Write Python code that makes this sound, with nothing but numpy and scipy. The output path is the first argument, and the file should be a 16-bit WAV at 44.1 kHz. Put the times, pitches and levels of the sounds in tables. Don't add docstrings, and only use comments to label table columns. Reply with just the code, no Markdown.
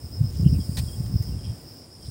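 import sys
import numpy as np
from scipy import signal
from scipy.fft import rfft, irfft, next_fast_len
from scipy.io import wavfile
from scipy.ndimage import uniform_filter1d

SR = 44100
rng = np.random.default_rng(int(sys.argv[2]) if len(sys.argv) > 2 else 0)


def output_pcm(signal):
    pcm = np.clip(np.atleast_2d(signal).T, -1, 1) * 32767
    wavfile.write(sys.argv[1], SR, np.round(pcm).astype(np.int16))


N = 92610
T = np.arange(N) / SR

# pitch_hz, relative_db
CICADA_BODY = [(3500, -44), (4350, -23.5), (4750, -7), (5000, 4.5), (5200, 6), (5450, 1.5), (5750, -9),
               (6200, -30), (7500, -43)]
LOW_CICADA_BODY = [(3800, -29.5), (4450, -8), (4750, 5), (4950, 6), (5300, -16), (6000, -34)]
BUZZ_BODY = [(5500, -40), (6800, -8), (7700, -6), (8300, 1), (9000, 0), (9400, -4.5), (10600, -5.5),
             (12200, -23.5), (13300, -16), (14000, -14.5)]
SIZZLE_BODY = [(10500, -58), (12500, -23), (14000, -4), (15000, 5), (15600, 7.5), (16500, 2.5)]
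# time_s, level_db
SINGER_LEVEL = [(0, -58.5), (.15, -49.5), (.28, -50), (.41, -47.5), (.53, -44.5), (.75, -49.5), (1, -64),
                (2.1, -51.5)]
SINGER_RING_LEVEL = [(0, -56.5), (.15, -48), (.28, -50), (.42, -63.5)]
# time_s, level_db
LOW_CICADA_LEVEL = [(0, -66.5), (.5, -59), (.66, -54), (.74, -50), (.88, -55), (1, -59.5), (2.1, -61)]
CHORUS_LEVEL = [(0, -56.5), (.45, -55), (.7, -53.5), (.87, -50), (1.08, -50.5), (1.28, -46.5), (1.37, -52),
                (1.44, -48.5), (1.6, -54.5), (1.69, -49.5), (1.83, -51.5), (1.88, -60), (2.1, -53)]
BUZZ_LEVEL = [(0, -58), (.4, -58), (.62, -50.5), (.82, -47.5), (1, -52.5), (1.17, -58.5), (1.3, -58),
              (1.5, -56), (1.68, -61), (1.9, -61.5), (2.08, -55)]
SIZZLE_LEVEL = [(0, -55), (.2, -52), (.45, -51), (.65, -48.5), (1.05, -50.5), (1.29, -48.5), (1.35, -59),
                (1.77, -54), (1.84, -65), (1.98, -68), (2.04, -59), (2.1, -63)]
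# time_s, level_db
GUST_LEVEL = [(0, -63), (.05, -29.5), (.09, -47.5), (.19, -29.5), (.27, -28.5), (.32, -37), (.40, -22),
              (.59, -21), (.66, -40), (.79, -25.5), (.92, -34.5), (1.02, -28), (1.08, -33.5), (1.11, -29.5),
              (1.14, -29.5), (1.24, -40), (1.29, -28.5), (1.38, -28.5), (1.41, -38.5), (1.51, -29.5),
              (1.55, -43.5), (1.8, -68), (1.87, -58), (2.03, -53.5), (2.07, -40), (2.1, -51)]
# pitch_hz, relative_db
RUMBLE_TONE = [(20, -43), (35, -21.5), (52, -4), (75, 2.5), (115, -1), (165, -9.5), (225, -18),
               (330, -33.5), (500, -44.5), (1000, -58), (3000, -88)]
FLUTTER_TONE = [(100, -28.5), (180, -2.5), (260, 2.5), (340, -4), (480, -17.5), (800, -45.5), (2000, -69)]
# middle_s, pitch_hz, strength_db, half_length_s. The last row is not a
THUMPS = [(.215, 128.6, -10.5, 0.0046), (.243, 117, -13, 0.0054), (.401, 131, -11, 0.0035),
          (.4657, 148, -3.5, 0.0039), (.4335, 124, -11.5, 0.0022), (.531, 152, -11, 0.0022),
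          (.591, 170, -14, 0.0019), (0.695, 122, -12, 0.0017), (.837, 116, -19, 0.0016),
          (1.005, 128, -14, 0.0037), (1.143, 119, -10, 0.0024), (1.161, 98, -9, 0.0027),
          (1.209, 104, -14, 0.0049), (2.088, 115, -24.5, 0.0042)]
# start_s, start_pitch_hz, length_s, level_db, roughness_0_to_1
PEEPS = [(.592, 3330, 0.048, -56, .3), (0.867, 3340, 0.05, -53.5, .03), (0.916, 3370, 0.045, -55, 0),
         (1.038, 3270, .025, -58, .4), (1.256, 3250, 0.056, -59, 0.6), (1.32, 2810, .028, -58.5, .5),
         (1.382, 3320, 0.03, -57, 0.06), (1.435, 3320, 0.044, -54, 0), (1.477, 3310, 0.052, -57, 0.1),
         (1.993, 3340, 0.075, -60, 0.77)]
# pitch_hz, relative_db
SCRAPE_TONE = [(250, 1), (600, 4.5), (1300, -5.5), (2200, 1.5), (2900, -1.5), (4300, 5.5), (6500, -4),
               (10500, -11), (15500, -9.5)]
# pitch_hz, level_db
SCRAPE_NOTES = [(1907, -51), (2400, -57), (3910, -50.5), (4328, -48), (4473, -46.5), (8184, -47.5),
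                (8518, -60)]
CLINK_NOTES = [(2030, -55), (6330, -52), (9050, -50), (13400, -52)]
# start_s, length_s, pitch_hz, width_hz, level_db
SCUFFS = [(0.334, 0.037, 5500, 7100, -53.5), (0.438, 0.055, 2940, 453, -51), (0.523, 0.061, 2720, 604, -58),
          (0.838, 0.02, 4200, 1500, -53), (1.408, 0.12, 2950, 1400, -59), (2.042, 0.047, 4400, 2400, -56)]
# start_s, level_db, decay_s, pitch_hz, width_hz
TICKS = [(0.771, -34.5, 0.003, 5530, 10000), (0.7886, -29.5, 0.0012, 7000, 16000),
         (1.063, -45.5, 0.0048, 4560, 7000), (1.2246, -36, 0.0011, 10500, 11000),
         (1.234, -47.5, 0.007, 10000, 10000)]
# pitch_hz, relative_db
AIR_TONE = [(20, -27), (55, -8.5), (110, 3.5), (170, -5.5), (280, -3.5), (400, -8.5), (700, -15.5),
            (1200, -23.5), (2200, -29), (4000, -29.5), (6500, -31.5), (10000, -31.5), (12500, -34.5),
            (16000, -52)]
# time_s, level_db
AIR_LEVEL = [(0, -47), (.3, -44.5), (1.3, -44.5), (1.75, -46), (1.92, -49.5), (2.1, -47)]


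def singer(throb_hz=8.4, peak_s=0.1546, ring_hz=5165):
    swing = np.cos(2 * np.pi * throb_hz * (T - peak_s))
    throb = (1 + np.tanh(2 * swing + .5)) / 2
    narrow_ring = ring(ring_hz, wander_hz=34.25) * amp(2 * walk(200))
    song = tymbals(CICADA_BODY, count=3) * curve(SINGER_LEVEL)
    return throb * (song + narrow_ring * curve(SINGER_RING_LEVEL))


def other_cicadas():
    neighbour = tymbals(LOW_CICADA_BODY, count=3) * curve(LOW_CICADA_LEVEL)
    chorus = tymbals(CICADA_BODY, count=5) * amp(0.84 * walk(30.54))
    return neighbour + chorus * curve(CHORUS_LEVEL)


def tymbals(body, count, base_hz=290.5):
    snaps = sum(clicks(base_hz * rng.uniform(.6, 1.2), jitter=.2, scatter_db=3.0) for _ in range(count))
    return colour(snaps - snaps.mean(), body)


def buzz(tymbal_hz=104, ribs_hz=832):
    turn = 2 * np.pi * np.cumsum(1 + 0.0057 * walk(8.1)) / SR
    pulse = (1 + 0.25 * np.cos(tymbal_hz * turn)) * (1 + 0.18 * np.cos(ribs_hz * turn))
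    pulsed_hiss = colour(rng.standard_normal(N) * pulse, BUZZ_BODY)
    return pulsed_hiss * amp(.5 * walk(26.9)) * curve(BUZZ_LEVEL)


def sizzle():
    flicker = amp(1.7 * walk(170))
    return colour(rng.standard_normal(N), SIZZLE_BODY) * flicker * curve(SIZZLE_LEVEL)


def wind(smooth_s=0.0252, swirl_share=0.36):
    flow = colour(rng.standard_normal(N), RUMBLE_TONE)
    power = uniform_filter1d(flow ** 2, int(smooth_s * SR))
    even_flow = flow / np.sqrt(power + 1e-4)
    force = curve(GUST_LEVEL)
    pressure = even_flow * force * amp(1.82 * walk(45.1))
    for middle_s, hz, db, half_length_s in THUMPS:
        nearness = np.exp(-np.abs(T - middle_s) / half_length_s)
        swirl = amp(db) * 2 * nearness / (1 + nearness ** 2)
        pressure -= swirl * np.sin(2 * np.pi * hz * (T - middle_s))
        force = np.hypot(force, swirl_share * swirl)
    flutter = colour(rng.standard_normal(N), FLUTTER_TONE)
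    return pressure + amp(-3.5) * force ** 1.734 * flutter


def bird(fall_hz_per_s=3600, blur_hz=260, echo_db=-7, echo_decay_s=.04):
    waver_hz = 18 * walk(250)
    scatter = (walk(blur_hz) + 1j * walk(blur_hz)) / np.sqrt(2)
    peeps = np.zeros(N)
    for start_s, start_hz, length_s, db, rough in PEEPS:
        pitch_hz = start_hz - fall_hz_per_s * (T - start_s) + waver_hz
        whistle = np.exp(2j * np.pi * np.cumsum(pitch_hz) / SR)
        blur = np.sqrt(1 - rough) + np.sqrt(rough) * scatter
        peeps += amp(db) * arch(start_s, length_s) * np.imag(whistle * blur)
    trees = rng.standard_normal(N) * fade(0, echo_decay_s)
    echo = signal.fftconvolve(peeps, trees / np.sqrt(np.sum(trees ** 2)))[:N]
    return peeps + amp(echo_db) * echo


def scrape(start_s=.77, rise_s=0.001, hold_s=0.023, decay_s=0.0095):
    grit = colour(rng.standard_normal(N) * amp(walk(1200)), SCRAPE_TONE)
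    snaps = clicks(700, jitter=.45, scatter_db=2.5)
    crackle = colour(snaps, [(2000, -7), (8000, -1), (15500, -2)])
    notes = sum(amp(db) * ring(hz, wander_hz=12) for hz, db in SCRAPE_NOTES)
    rise = np.clip((T - start_s) / rise_s, 0, 1)
    fall = np.exp(-np.maximum(T - start_s - hold_s, 0) / decay_s)
    return rise * fall * (amp(-35.5) * grit + amp(-41) * crackle + notes)


def scuffs():
    return sum(amp(db) * arch(start, length) * band(hz, width) for start, length, hz, width, db in SCUFFS)


def ticks():
    return sum(amp(db) * fade(start, decay) * band(hz, width) for start, db, decay, hz, width in TICKS)


def clink(start_s=1.225, ring_s=.08):
    notes = sum(amp(db) * band(hz, width_hz=450) for hz, db in CLINK_NOTES)
    return notes * fade(start_s, ring_s / np.log(1000))


def rustle(start_s=0.27, length_s=0.24, crackles_per_s=130):
    grains = (rng.random(N) < crackles_per_s / SR) * amp(3 * rng.standard_normal(N))
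    burst = rng.standard_normal(N) * fade(0, 0.00071)
    crackles = signal.fftconvolve(grains, burst)[:N]
    bright = colour(crackles, [(1200, -12), (3500, -4), (8000, 0), (15000, -10)])
    return amp(-54.5) * arch(start_s, length_s) * bright


def distant_air():
    return colour(rng.standard_normal(N), AIR_TONE) * curve(AIR_LEVEL)


def amp(db):
    return 10 ** (np.asarray(db) / 20)


def unit(x):
    return x / np.sqrt(np.mean(x ** 2) + 1e-20)


def curve(rows):
    return amp(np.interp(T, *np.array(rows).T))


def colour(x, rows):
    hz, db = np.array(rows).T
    size = next_fast_len(N + 8192) * 2
    bins_hz = np.maximum(np.arange(size // 2 + 1) * SR / size, 1)
    gain = amp(np.interp(np.log(bins_hz), np.log(hz), db))
    folded = irfft(np.log(gain))
    folded[1:size // 2] *= 2
    folded[size // 2 + 1:] = 0
    return unit(irfft(rfft(x, size) * np.exp(rfft(folded)))[:N])


def band(hz, width_hz):
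    bins_hz = np.arange(N // 2 + 1) * SR / N
    bell = 1 / (1 + (2 * (bins_hz - hz) / width_hz) ** 4)
    return unit(irfft(rfft(rng.standard_normal(N)) * bell, N))


def walk(rate_hz):
    hold = max(int(SR / rate_hz), 1)
    steps = np.repeat(rng.standard_normal(N)[:N // hold + 1], hold)
    return unit(uniform_filter1d(uniform_filter1d(steps, hold), hold)[:N])


def clicks(rate_hz, jitter, scatter_db):
    cycles = np.cumsum(rate_hz * (1 + jitter * walk(rate_hz))) / SR + rng.random()
    return np.diff(np.floor(cycles), prepend=0) * amp(scatter_db * rng.standard_normal(N))


def ring(hz, wander_hz):
    cycles = np.cumsum(hz + wander_hz * walk(150)) / SR + rng.random()
    return np.sqrt(2) * np.sin(2 * np.pi * cycles)


def arch(start_s, length_s):
    return np.sin(np.pi * np.clip((T - start_s) / length_s, 0, 1))


def fade(start_s, decay_s):
    return (T >= start_s) * np.exp(-np.maximum(T - start_s, 0) / decay_s)


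def scene():
    air = distant_air() + wind()
    animals = singer() + other_cicadas() + buzz() + sizzle() + bird()
    close_by = scrape() + scuffs() + ticks() + clink() + rustle()
    return (air + animals + close_by)[None]


def record(dry, top_hz=15800):
    return signal.sosfilt(signal.ellip(12, .2, 90, top_hz, fs=SR, output="sos"), dry)


dry = scene()
out = record(dry)
output_pcm(out)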